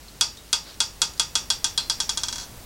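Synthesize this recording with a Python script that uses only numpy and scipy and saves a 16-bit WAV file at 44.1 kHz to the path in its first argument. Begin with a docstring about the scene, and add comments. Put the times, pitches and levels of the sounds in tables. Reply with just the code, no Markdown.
"""Sharp ringing cracks quicken into a brief chatter: a small hard body drops down a guide tube
and bounces to rest on a steel block. Each contact sets tube, block and fittings ringing and dies
away in the workshop. Faint ticks and one sleeve brush fall around the bounces, over mains hum,
a thin steady whistle, hiss and the low rumble of hands on the bench."""
import sys
import numpy as np
from scipy import signal
from scipy.fft import rfft, irfft
from scipy.io import wavfile

SR = 44100
rng = np.random.default_rng(int(sys.argv[2]) if len(sys.argv) > 2 else 0)


def inscribe(sig):
    """Save sig as 16-bit PCM at rate SR to the path in sys.argv[1].

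    A 1-D sig is mono; a 2-D sig holds one channel per row.
    Samples are clipped to [-1, 1] before scaling.
    """
    pcm = np.round(np.clip(np.atleast_2d(sig).T, -1, 1) * 32767)
    wavfile.write(sys.argv[1], SR, pcm.astype(np.int16))


N = 116865
RING = 16384   # samples per struck sound
AGE_S, TIME_S = np.arange(RING) / SR, np.arange(N) / SR
# dense ringing of the fittings: (frequency [Hz], density [dB])
FITTINGS_SPECTRUM = [(100, -54), (300, -19), (550, -15.5), (1000, -9), (1500, -6), (2000, -15.5),
                     (3000, -8.5), (3600, 3), (5000, 1.5), (6800, -3), (8400, -2), (9200, -14.5),
                     (10800, -9.5), (12500, -27), (16000, -48)]
FITTINGS_T60_S = .038


def from_db(db):
    return 10 ** (np.asarray(db) / 20)


def unit_rms(x):
    return x / np.sqrt(np.mean(x ** 2) + 1e-20)


def at_hz(points, hz):
    """Interpolate a table over log frequency."""
    points_hz, values = np.transpose(points)
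    return np.interp(np.log(np.maximum(hz, 1)), np.log(points_hz), values)


def bins_hz(size):
    return np.arange(size // 2 + 1) * SR / size


def decay(t60_s):
    return from_db(-60 * AGE_S / t60_s)


def add(out, start_s, sound):
    i = int(np.clip(round(start_s * SR), 0, len(out)))
    out[i:i + len(sound)] += sound[:len(out) - i]


def shaped(white, spectrum):
    """Zero-phase equaliser for noise."""
    return irfft(rfft(white) * from_db(at_hz(spectrum, bins_hz(len(white)))), len(white))


def coloured(x, spectrum):
    """Minimum-phase equaliser: nothing sounds ahead of the attack."""
    cepstrum = irfft(np.log(from_db(at_hz(spectrum, bins_hz(RING)))))
    cepstrum[1:RING // 2] *= 2
    cepstrum[RING // 2 + 1:] = 0
    return irfft(rfft(x) * np.exp(rfft(cepstrum)))


def mode(hz, db, t60_s):
    """One struck partial: a damped sine."""
    return from_db(db) * np.sin(2 * np.pi * hz * AGE_S) * decay(t60_s)


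def hiss_and_hum():
    """Steady hiss, mains hum and a thin whistle."""
    # hiss: (frequency [Hz], density [dB])
    spectrum = [(20, 7), (70, 20), (130, 14), (600, 6.5), (2400, 1), (4500, 3.5), (8000, 0), (12000, -4.5),
                (16000, -6.5)]
    # hum and whistle: (frequency [Hz], rms level [dB])
    tones = [(50, -53), (150, -62), (15734, -73)]
    hiss = from_db(-48) * shaped(rng.standard_normal(N), spectrum)
    hum = sum(from_db(db) * np.sin(2 * np.pi * (hz * TIME_S + rng.random())) for hz, db in tones)
    return hiss + np.sqrt(2) * hum


def hand_rumble():
    """Hands moving on the bench: low noise that swells, then holds."""
    # rumble: (frequency [Hz], density [dB])
    spectrum = [(20, 1), (80, -0.5), (160, -5.5), (400, -12.5), (900, -15), (3000, -22.5)]
    # swell: (time [s], rms level [dB])
    levels = [(0, -61), (.9, -53), (1.4, -48), (1.8, -45), (2.15, -45), (2.55, -45), (2.65, -45)]
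    swell = from_db(np.interp(TIME_S, *np.transpose(levels)))
    return swell * unit_rms(shaped(rng.standard_normal(N), spectrum))


def ticks(half_width_oct=.04):
    """Light touches: a tiny snap and a narrow band of ringing noise."""
    # touches: (time [s], gain [dB], ring centre [Hz], ring t60 [s], relative snap [dB])
    touches = [(.083, -33.5, 4280, 0.037, -15), (0.371, -38, 3760, 0.17, -1.5), (0.741, -47, 5530, .06, -1),
               (1.136, -43, 6660, .06, 1), (1.177, -39, 5040, 0.089, -1)]
    out = np.zeros(N)
    for start_s, db, hz, t60_s, snap_db in touches:
        white = rng.standard_normal(RING)
        offset_oct = np.log2((bins_hz(RING) + 1) / hz)
        band = irfft(rfft(white) / (1 + (offset_oct / half_width_oct) ** 2))
        ring = .5 * unit_rms(band) * decay(t60_s)
        snap = from_db(snap_db) * unit_rms(shaped(white, FITTINGS_SPECTRUM)) * decay(FITTINGS_T60_S)
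        add(out, start_s, from_db(db) * (ring + snap))
    return out


def contacts(chatter_s=2.399, gap_s=.0125, gap_ratio=.75, chatter_db=-22.5, loss_db=2.4):
    """Separate bounces, then six ever shorter, weaker hops in the colour of the last bounce."""
    # bounces: (time [s], strength [dB], crack gain [dB], gain in each of four colour bands [dB])
    bounces = [(0.2103, 0.66, 0.5, 1, -2.5, 3, -2.5), (0.5293, -0.3, 1.5, 2.2, -3, 2, -3.5),
               (0.8035, -0.56, -1.5, 1, -1.5, 0.5, -2), (1.0177, .3, 1, 0.5, -1, -2.2, -2.5),
               (1.1966, -1, 1, 2, -2.5, -1.2, -3), (1.354, -1.7, 0, 2.5, -2, -3.2, -0.3),
               (1.5026, -1.6, 2.5, 0.9, 0.5, -0.5, -4), (1.6434, -3, 3.5, 2, 0.5, -4, 1),
               (1.777, -3.5, 1, 2.3, 3, 0.5, -7.5), (1.8985, -4, 2.5, -0.5, 1.5, 1, -3),
               (2.0021, -5, -0.5, 0.2, 1, -3, 1.2), (2.093, -6, 0, .5, 0, -1.5, 0.5),
               (2.1738, -7.5, 2, 0.5, 2, -5, 0.5), (2.2344, -8.5, 2.5, 0, 0.5, -2.5, 1),
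               (2.2841, -12, 2.5, 0, 2, -4, 1), (2.3268, -13.5, 0, -0.5, 4.5, -2.3, 2),
               (2.3582, -17, 2, -1, 3, -2, 1), (2.3821, -18.7, 1.5, -1, 6, -1.5, 4)]
    hops, start_s = [], chatter_s
    for k in range(6):
        hops.append((start_s, chatter_db - loss_db * k, *bounces[-1][2:]))
        start_s += gap_s * gap_ratio ** k
    return [*bounces, *hops]


def crack(hz=6230, bench_s=.001012, wall_s=.0039, scatter_s=.0011, wall_echoes=4):
    """A few cycles of hard contact, an echo off the bench and a cluster off the rough wall."""
    # contact tone: (frequency [Hz], gain [dB])
    tone = [(2700, -10), (3600, 0), (9000, 0), (11000, -4), (12500, -13), (16000, -23)]
    pulse = coloured(np.sin(2 * np.pi * hz * AGE_S) * AGE_S * decay(t60_s=.00075), tone)
    pulse = from_db(-5.5) * pulse / np.abs(pulse).max()
    out = pulse.copy()
    add(out, bench_s, from_db(-2.5) * pulse)
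    for k in range(wall_echoes):
        add(out, wall_s + scatter_s * (k + rng.random()) / wall_echoes, from_db(-7.5) * pulse)
    return out


def steel_ring(start_s, strength_db, grip_s=1.45, treble_hz=8250):
    """Tube and block ring; a few modes are muffled once a second hand grips the tube."""
    # tube and block modes: (frequency [Hz], base level [dB], base t60 [s])
    modes = [(845, -46, .33), (917, -36, .18), (952, -38, .13), (1230, -37, .25), (1418, -33, .15),
             (1547, -32, .1), (1590, -34, .09), (2125, -38, .08), (2487, -40, .13), (2575, -38, .27),
             (2780, -39, .16), (2812, -39.5, .24), (3135, -38, .23), (3353, -17, .092), (3430, -34.5, .26),
             (3744, -36, .15), (4391, -31, .16), (4634, -33, .25), (4688, -33, .28), (4732, -28.5, .24),
             (4772, -34, .25), (5002, -35, .27), (5489, -26.5, .26), (5548, -36, .24), (5701, -30.5, .27),
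             (5811, -31, .28), (6026, -35, .18), (6400, -35, .18), (6800, -36, .34), (6893, -33, .15),
             (6965, -36, .17), (7175, -37, .19), (8688, -30, .06), (9530, -37, .08), (10620, -39, .06),
             (10850, -37, .07), (11080, -42, .05)]
    # damping by the hand: (mode frequency [Hz], loss [dB])
    grip_loss = [(1230, 5), (1418, 10), (2125, 4), (2575, 5), (6800, 5)]
    loss_db = dict(grip_loss) if start_s > grip_s else {}
    out = np.zeros(RING)
    for k, (hz, db, t60_s) in enumerate(modes):
        spread_db = 3.5 if hz > treble_hz else .93   # top modes depend most on where the body lands
        level_db = db + .37 + spread_db * rng.standard_normal() - loss_db.get(hz, 0)
        out += (-1) ** k * mode(hz, level_db, .99 * t60_s)
    return from_db(strength_db) * out


def fittings_clank(white):
    """Dense, short ringing of the fittings as decaying noise."""
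    return from_db(-6.5) * shaped(white, FITTINGS_SPECTRUM) * decay(FITTINGS_T60_S)


def room_tail(white, build_s=.0036):
    """Diffuse workshop sound: builds quickly, dies sooner in the high bands."""
    # room response: (frequency [Hz], density [dB])
    response = [(200, -15.5), (600, -16), (950, -8.5), (1500, -11.5), (1900, -14.5), (2600, -10),
                (2950, -17), (3400, -1.5), (3900, -4.5), (4700, 4), (5200, 2.5), (5700, 4.5), (7000, -1),
                (8400, -4.5), (9200, -12.5), (10800, -12.5), (12500, -22), (16000, -41)]
    # room decay: (frequency [Hz], t60 [s])
    t60s = [(500, 0.3), (2000, 0.28), (5000, 0.21), (8000, 0.19), (12000, 0.16)]
    spectrum, hz = rfft(shaped(white, response)), bins_hz(RING)
    edges_hz = np.r_[0, np.geomspace(1000, 13000, 8), SR]
    tail = np.zeros(RING)
    for lo, hi in zip(edges_hz, edges_hz[1:]):
        band = irfft(spectrum * ((hz >= lo) & (hz < hi)))
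        tail += band * decay(at_hz(t60s, (lo + hi) / 2))
    return from_db(-15) * tail * (1 - np.exp(-AGE_S / build_s))


def bench_knock(strength_db):
    """Dull knock of block on bench; follows 3/4 of the contact strength in dB."""
    # knock modes: (frequency [Hz], base level [dB], t60 [s])
    modes = [(312.5, -40, 0.066), (405, -50.5, 0.034), (671, -39.5, 0.06)]
    return from_db(.75 * strength_db) * sum(mode(*row) for row in modes)


def bouncing(fresh_share=.22, body_hz=1620, body_share=.19, treble_hz=8250):
    """Each contact excites steel, fittings and room; fine detail drifts as the hands move."""
    # colour bands: (frequency [Hz])
    colour_hz = [3620, 4020, 4780, 6100]
    out = np.zeros(N)
    noise = rng.standard_normal((2, RING))
    for start_s, strength_db, crack_db, *colour_db in contacts():
        fresh = rng.standard_normal((2, RING))
        noise = np.sqrt(1 - fresh_share) * noise + np.sqrt(fresh_share) * fresh
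        ring = steel_ring(start_s, strength_db)
        burst = from_db(crack_db) * crack() + fittings_clank(noise[0]) + room_tail(noise[1])
        hit = ring + from_db(strength_db) * burst
        lows_db = -body_share * strength_db   # soft contacts lose less in the lows
        tone = [(body_hz, lows_db), *zip(colour_hz, colour_db), (treble_hz, 0)]
        add(out, start_s, coloured(hit, tone) + bench_knock(strength_db))
    return out


def sleeve(peak_s=.695, sigma_s=.033, peak_db=-44):
    """Cloth brushes once as the arm moves."""
    # cloth friction: (frequency [Hz], density [dB])
    spectrum = [(300, -6), (1500, -4), (2700, -8), (4300, 2), (5500, -5), (7000, -14), (14000, -32)]
    swell = np.exp(-.5 * ((TIME_S - peak_s) / sigma_s) ** 2)
    return from_db(peak_db) * swell * unit_rms(shaped(rng.standard_normal(N), spectrum))


def off_centre_ring():
    """Off-centre contacts ring on with extra partials."""
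    # partials: (time [s], frequency [Hz], level [dB], t60 [s])
    partials = [(1.502, 5329, -28, 0.14), (1.503, 5518, -28, 0.13), (1.645, 5800, -33, 0.12),
                (1.777, 4068, -28.5, 0.25), (1.777, 4220, -34, .2), (1.778, 4200, -34, 0.42),
                (1.778, 4280, -25.5, 0.12), (1.8993, 4780, -38, 0.18), (1.8985, 4940, -26, 0.2)]
    out = np.zeros(N)
    for start_s, hz, db, t60_s in partials:
        add(out, start_s, mode(hz, db, t60_s))
    return out


def scene():
    """All sources, close and in mono."""
    return (hiss_and_hum() + hand_rumble() + sleeve() + bouncing() + off_centre_ring() + ticks())[None]


def record(dry):
    """Steep low-pass at 16 kHz."""
    return signal.sosfilt(signal.ellip(10, .1, 80, 16000, fs=SR, output="sos"), dry)


dry = scene()
out = record(dry)
inscribe(out)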